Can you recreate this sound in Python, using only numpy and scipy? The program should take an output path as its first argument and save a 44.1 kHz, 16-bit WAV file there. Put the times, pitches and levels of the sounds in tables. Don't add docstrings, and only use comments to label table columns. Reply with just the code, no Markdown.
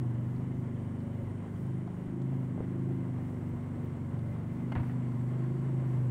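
import sys
import numpy as np
from scipy import signal
from scipy.fft import rfft, irfft
from scipy.io import wavfile
from scipy.ndimage import map_coordinates

SR = 44100
rng = np.random.default_rng(int(sys.argv[2]) if len(sys.argv) > 2 else 0)


def digitize_waveform(pressure):
    field = np.atleast_2d(pressure).T
    bounded = np.clip(field, -1, 1)
    quanta = np.round(bounded * 32767).astype(np.int16)
    wavfile.write(sys.argv[1], SR, quanta)


N = 269010
T = np.arange(N) / SR
FREQS = np.maximum(np.fft.rfftfreq(N, 1 / SR), 1)

# time in seconds, pulses per second in Hz.
THROB_SPEED = [(0.0, 25.2), (0.14, 23.72), (0.46, 25.65), (0.76, 24.8), (1.2, 24.8), (1.42, 25.6),
               (1.55, 25.5), (1.68, 26.0), (1.83, 25.4), (2.0, 25.31), (2.32, 26.65), (2.58, 24.74),
               (2.72, 26.13), (2.94, 26.2), (3.2, 24.74), (3.84, 23.89), (3.99, 22.85), (4.14, 23.85),
               (4.25, 23.35), (4.34, 24.2), (4.42, 23.6), (4.53, 24.9), (4.7, 25.15), (4.85, 25.0),
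               (4.98, 25.4), (5.14, 24.37), (5.64, 26.53), (6.08, 24.82)]
# bass, boom, low chest, high chest, low growl, high growl, buzz.
# Each entry maps a multiple of the throb to its level in dB relative to the register.
REGISTER_HARMONICS = [{4: 0}, {5: 0}, {6: .5}, {7: .8, 8: -8.5}, {9: 1}, {10: 1}, {12: -7.5, 13: .8, 14:
                      -4}]
REGISTER_DELAYS = [.036, .035, .033, .033, .021, .021, .026]
# time in seconds, level in dB.
BASS_LEVEL = [(0.0, -47.0), (1.34, -41.0), (2.28, -50.5), (2.58, -43.5), (4.44, -43.5), (4.62, -57.5),
              (5.08, -51.0), (5.48, -54.5), (5.76, -50.0), (6.09, -49.5)]
BOOM_LEVEL = [(0.0, -32.0), (1.0, -42.5), (1.18, -40.0), (1.36, -46.5), (1.46, -60.5), (1.5, -47.0),
              (1.7, -36.0), (2.08, -46.5), (2.24, -33.0), (2.44, -35.0), (2.6, -43.5), (2.82, -34.5),
              (3.3, -40.5), (3.92, -45.0), (4.22, -37.5), (4.54, -41.5), (4.82, -34.5), (6.09, -30.5)]
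LOW_CHEST_LEVEL = [(0.0, -49.5), (0.84, -46.0), (2.04, -49.0), (2.34, -55.0), (2.5, -46.5), (2.64, -55.0),
                   (2.86, -52.0), (3.14, -46.0), (4.06, -41.5), (4.2, -42.5), (4.78, -49.0), (6.09, -43.5)]
HIGH_CHEST_LEVEL = [(0.0, -53.5), (0.38, -44.0), (1.24, -50.0), (1.58, -43.5), (3.02, -41.5), (3.18, -45.5),
                    (3.92, -49.0), (4.34, -44.5), (6.0, -48.0), (6.09, -56.5)]
LOW_GROWL_LEVEL = [(0.0, -46.5), (1.12, -46.5), (2.16, -51.5), (2.34, -48.5), (2.68, -57.0), (2.9, -52.0),
                   (3.28, -51.5), (4.1, -56.0), (4.32, -46.5), (5.6, -45.0), (6.09, -51.5)]
HIGH_GROWL_LEVEL = [(0.0, -47.0), (1.16, -47.5), (1.48, -57.5), (1.7, -55.5), (2.02, -57.5), (2.14, -46.0),
                    (3.74, -43.5), (4.3, -50.5), (4.62, -43.5), (5.28, -44.5), (5.42, -57.5), (6.09, -51.0)]
BUZZ_LEVEL = [(0.0, -51.5), (0.56, -56.5), (1.6, -57.5), (1.7, -54.0), (2.02, -59.0), (2.14, -46.0),
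              (2.56, -57.5), (2.7, -49.0), (2.92, -46.0), (3.14, -58.0), (4.64, -57.5), (5.3, -55.0),
              (5.5, -46.5), (6.09, -54.5)]
FAINT_HARMONICS = {2: -63, 3: -64, 11: -53.5, 15: -59.5, 16: -63}
# frequency in Hz, relative level in dB.
PUFF_SPECTRUM = [(50, -37), (90, -18), (130, 3.5), (190, -2.5), (260, -4), (350, -4), (450, -26),
                 (700, -56)]
GEAR_SPECTRUM = [(200, -2.5), (420, 1.5), (560, -1), (800, -6), (1050, -7), (1200, -11), (1850, -15),
                 (2060, -14), (2300, -19.5), (2550, -23.5), (2950, -23.5), (3800, -33), (5200, -42.5),
                 (9000, -74)]
STEAM_SPECTRUM = [(2500, 2.5), (4300, 4.5), (5000, 2), (5500, 9.5), (6400, 6.5), (7200, 9.5), (9200, 10),
                  (9700, -2), (11300, -35.5), (13000, -10.5), (15700, -23)]
CRACK_SPECTRUM = [(200, -3), (500, 7.5), (1000, 6), (1500, 1), (2000, 1.5), (2600, -6), (3400, -12),
                  (4600, -23), (5400, -34), (14000, -44)]
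RUMBLE_SPECTRUM = [(15, -41.5), (30, -20.5), (45, -6), (60, 4), (85, 5.5), (130, 6.5), (260, -45.5)]
# frequency in Hz, nominal width in Hz, level in dB relative
# to the clatter, middle of its swell in seconds, half length in seconds, swell in dB.
GEAR_RESONANCES = [(560, 40, -21, 1.2, .5, 3), (715, 40, -22, 2.1, .5, 6), (945, 40, -21, 4.9, 1, 3),
                   (1065, 55, -19, 5.3, .8, 4), (2065, 45, -25.5, 5, 1.5, 3.5)]
# middle in seconds, half length in seconds, mean pitch in Hz, peak in dB.
BEARING_SQUEAKS = [(1.075, 0.1, 560, -55.5), (1.218, 0.059, 559, -49), (4.244, 0.17, 567, -54)]
# time in seconds, then relative levels in dB of the hiss (which also carries
LEAK_LEVELS = [(0, -82, -87, -85), (1.5, -82.5, -85, -87), (2.6, -82.5, -86, -86), (3.4, -81.5, -83, -82),
               (4.5, -82, -84, -83), (5.1, -80.5, -81, -81), (6.1, -79, -81, -80.5)]
# frequency in Hz, nominal width in Hz, level in dB relative to the leak,
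# middle of its swell in seconds, half length in seconds, swell in dB.
JET_RESONANCES = [(3030, 130, -13, 1.1, 1.7, 14), (4480, 110, -15, 5.1, 1.1, 8),
                  (6820, 220, -13, 1.2, 1.8, 6), (8880, 280, -10, 1.3, 1.5, 11),
                  (10100, 250, -16, 4.6, 2, 2), (12860, 160, -22, 4.5, 1.6, 7),
                  (13500, 150, -15, .15, .25, 7), (13570, 160, -22, 1.2, .22, 16),
                  (13500, 140, -24, 3.55, .2, 14)]
# frequency in Hz, nominal width in Hz.
BROAD_WHISTLES = [(7720, 190), (8800, 650)]
# start in seconds, level in dB.
LATCH_TIMES = [(4.7203, -40.5), (4.7238, -41.5)]
# frequency in Hz, relative level in dB, 60 dB decay in seconds.
LATCH_MODES = [(700, 0, .045), (810, -2, .03), (1050, -8, .07), (1400, -2, .04), (1550, -8, .035),
               (2105, -10, .1), (2300, -16, .04), (2885, -13, .04), (3180, -14, .035), (4400, -23, .03)]
DOOR_MODES = [(511, -8, .25), (680, 0, .1), (770, 3, .08), (950, 1, .16), (1330, -8, .07), (1470, -5, .12),
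              (1712, -5.5, .09), (1920, -3, .06), (2290, -8, .045), (2650, -10, .05), (3000, -12, .05)]
# start in seconds, relative level in dB, nominal low cut in Hz,
# nominal high cut in Hz, 60 dB decay of the contact in seconds, snap as a share of the contact.
DOOR_BLOWS = [(4.7525, -30.5, 1800, 2000, .04, .3), (4.7614, -31.5, 250, 1200, .035, 1.1),
              (4.7665, -35, 200, 1100, .13, .3), (4.797, -44.5, 500, 1700, .07, .3),
              (4.8322, -37, 1100, 1400, .025, 1), (4.8962, -38.5, 1300, 3000, .018, .6)]
# start in seconds, level in dB before decay
# and softening, frequency in Hz, 60 dB decay in seconds.
DAMPED_SWINGS = [(.835, -43, 52, .09), (1.225, -42, 48, .14), (2.075, -39, 56, .09),
                 (2.578, -32, 740, .009), (2.5828, -32.5, 600, .012), (2.6052, -21.5, 430, .011),
                 (2.606, -35.5, 68, .1), (3.53, -40, 58, .09), (4.764, -26.5, 95, .17),
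                 (4.772, -34, 52, .2), (4.8065, -27, 105, .1)]
# start in seconds, relative level in dB, frequency in Hz, nominal width in Hz.
TICK_BURSTS = [(0.361, -68.5, 4200, 1000), (1.003, -70, 4363, 1000), (1.874, -45, 744, 300),
               (2.217, -64, 3600, 1900), (2.218, -68, 7300, 1750), (2.321, -47, 690, 160),
               (3.33, -44, 450, 100), (3.49, -72, 14030, 1990), (3.635, -75, 13350, 1984),
               (3.846, -67, 14550, 1808), (4.19, -64, 2840, 1789), (5.118, -52, 1110, 600),
               (5.866, -72, 14280, 1600)]

IDLE_HZ = 25
FAINT_DELAY_S = .024
BOOM_NULL_S, BOOM_TURN_S, BOOM_LEAD_S = 1.46, .06, .0027
CLATTER_DB, CLATTER_RISE_DB_PER_S, CLATTER_WAVER_DB = -52.5, 0.4, 0.28
RUMBLE_DB, GUST_DB, GUST_POINTS_PER_S = -53, 3, 8.6
TOP_HZ = 15700


def drone(speed_hz, puff_db=-49.0, puff_rise_db_per_s=.5):
    turn = 2 * np.pi * np.cumsum(speed_hz) / SR + .007 * walk(25)
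    out = sum(undb(db) * multiple(turn, k, FAINT_DELAY_S, -12.5) for k, db in FAINT_HARMONICS.items())
    levels = (BASS_LEVEL, BOOM_LEVEL, LOW_CHEST_LEVEL, HIGH_CHEST_LEVEL,
              LOW_GROWL_LEVEL, HIGH_GROWL_LEVEL, BUZZ_LEVEL)
    for harmonics, level, delay_s in zip(REGISTER_HARMONICS, levels, REGISTER_DELAYS):
        if level is BOOM_LEVEL:
            returned = (1 + np.tanh((T - BOOM_NULL_S) / BOOM_TURN_S)) / 2
            delay_s = delay_s - BOOM_LEAD_S * returned
        register = sum(undb(db) * multiple(turn, k, delay_s, db) for k, db in harmonics.items())
        out = out + undb(curves(level)[0]) * register
    puff = np.exp(.3 * np.cos(turn - 2 * np.pi * IDLE_HZ * np.mean(REGISTER_DELAYS)))
    puff_level = undb(puff_db + puff_rise_db_per_s * T)
    return out + puff_level * puff * colour(noise(), PUFF_SPECTRUM)


def multiple(turn, k, delay_s, weak_db):
    slip = (.07 - .025 * weak_db) * walk(5) + .17 * walk(1.1)
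    waver_db = (.6 - .15 * weak_db) * walk(7)
    phase = k * (turn - 2 * np.pi * IDLE_HZ * delay_s) + slip
    return -np.sqrt(2) * undb(waver_db) * np.cos(phase)


def gear(grain_db=0.5, flicker_db=0.91, ring_waver_db=1.5):
    contacts = noise() * undb(grain_db * walk(150) + flicker_db * walk(25))
    rings = sing(GEAR_RESONANCES, ring_waver_db, drift_hz=10)
    level_db = CLATTER_DB + CLATTER_RISE_DB_PER_S * T + CLATTER_WAVER_DB * walk(17)
    return undb(level_db) * (colour(contacts, GEAR_SPECTRUM) + rings)


def squeaks(waver=0.0234):
    out = 0
    for middle_s, half_s, hz, db in BEARING_SQUEAKS:
        swell = np.cos(np.pi / 2 * np.clip((T - middle_s) / half_s, -1, 1)) ** 2
        phase = 2 * np.pi * np.cumsum(hz * (1 + waver * walk(80))) / SR
        out = out + undb(db) * swell * np.sin(phase)
    return out


def steam(hiss_db=4.0, jet_db=0, whistle_db=-3):
    level_db, *whistle_levels = curves(LEAK_LEVELS)
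    jet = sing(JET_RESONANCES, waver_db=1.5, drift_hz=25)
    whistles = 0
    for (hz, width), db in zip(BROAD_WHISTLES, whistle_levels):
        whistles = whistles + undb(db + 1.5 * walk(4)) * band(hz, width)
    hiss = undb(hiss_db) * colour(noise(), STEAM_SPECTRUM)
    return undb(level_db) * (hiss + undb(jet_db) * jet) + undb(whistle_db) * whistles


def sing(table, waver_db, drift_hz):
    out = 0
    for hz, width, db, middle_s, half_s, swell_db in table:
        wander = np.exp(2j * np.pi * np.cumsum(drift_hz * walk(5)) / SR)
        swell = np.exp(-((T - middle_s) / half_s) ** 2)
        level_db = db + swell_db * swell + waver_db * walk(5.3)
        out = out + undb(level_db) * np.real(signal.hilbert(band(hz, width)) * wander)
    return out


def latch(scrape_db=-5.5, scrape_t60=.04):
    out = 0
    for s, db in LATCH_TIMES:
        scrape = fade(s, scrape_t60) * colour(noise(), CRACK_SPECTRUM)
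        out = out + undb(db) * (strike(LATCH_MODES, s) + undb(scrape_db) * scrape)
    return out


def door(ring_db=-12, crack_db=-7, rattle_db=3, echo_db=-49, echo_t60=.85):
    blows = 0
    for s, db, low_hz, bright_hz, t60, snap in DOOR_BLOWS:
        contact = fade(s, t60) * unit(noise() * undb(rattle_db * walk(160)))
        first_contact = np.arange(N) == int(s * SR)
        contact = contact + snap * np.linalg.norm(contact) * first_contact
        crack = colour(contact, CRACK_SPECTRUM) * contact.std()
        blow = undb(db) * (undb(crack_db) * crack + undb(ring_db) * strike(DOOR_MODES, s))
        cut = ((1 + .5j * FREQS / bright_hz) * (1 - .5j * low_hz / FREQS)) ** 2
        blows = blows + irfft(rfft(blow) / cut, N)
    echo_start_s = max(DOOR_BLOWS, key=lambda row: row[1])[0]
    echo = colour(noise() * undb(rattle_db * walk(90)), CRACK_SPECTRUM) * fade(echo_start_s, echo_t60)
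    return blows + undb(echo_db) * echo


def strike(modes, s):
    age = T[:SR // 2]
    ring = 0
    for hz, db, t60 in modes:
        ring = ring + rng.choice([-1, 1]) * undb(db - 60 * age / t60) * np.sin(2 * np.pi * hz * age)
    return np.pad(ring, (int(s * SR), N))[:N]


def thuds():
    swings = 0
    for s, db, hz, t60 in DAMPED_SWINGS:
        swings = swings - undb(db) * fade(s, t60) * np.sin(2 * np.pi * hz * (T - s))
    return irfft(rfft(swings) / (1 + 1j * FREQS / 1700) ** 2, N)


def ticks(t60=0.045):
    out = 0
    for s, db, hz, width in TICK_BURSTS:
        burst = fade(s, t60) * noise()
        tick = unit(irfft(rfft(burst) * resonance(FREQS, hz, 1.3 * width) ** 2, N))
        out = out + undb(db) * burst.std() * tick
    return out


def rumble():
    return undb(RUMBLE_DB + GUST_DB * walk(GUST_POINTS_PER_S)) * colour(noise(), RUMBLE_SPECTRUM)


def undb(db):
    return 10 ** (np.asarray(db) / 20)


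def unit(x):
    return x / np.sqrt(np.mean(np.abs(x) ** 2))


def curves(table):
    s, *columns = np.transpose(table)
    return [np.interp(T, s, c) for c in columns]


def walk(rate):
    points, coarse = rng.standard_normal(1024), T[::32]
    return np.interp(T, coarse, map_coordinates(points, [coarse * rate], order=2, mode="mirror"))


def noise():
    return rng.standard_normal(N)


def colour(x, points):
    hz, db = np.transpose(points)
    gain = undb(np.interp(np.log(FREQS), np.log(hz), db))
    return unit(irfft(rfft(x) * gain, N))


def resonance(f, hz, width):
    return 1 / (1 + 1j * (f * f - hz * hz) / (f * width))


def band(hz, width):
    return unit(irfft(rfft(noise()) * resonance(FREQS, hz, 1.34 * width) ** 2, N))


def fade(s, t60):
    return (T >= s) * np.exp(-np.log(1000) * np.clip((T - s) / t60, 0, 10))


def scene():
    engine = drone(curves(THROB_SPEED)[0]) + gear() + squeaks() + steam() + ticks()
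    return (engine + latch() + door() + thuds() + rumble())[None]


def record(dry):
    return signal.sosfilt(signal.ellip(10, .1, 70, TOP_HZ, fs=SR, output="sos"), dry)


dry = scene()
out = record(dry)
digitize_waveform(out)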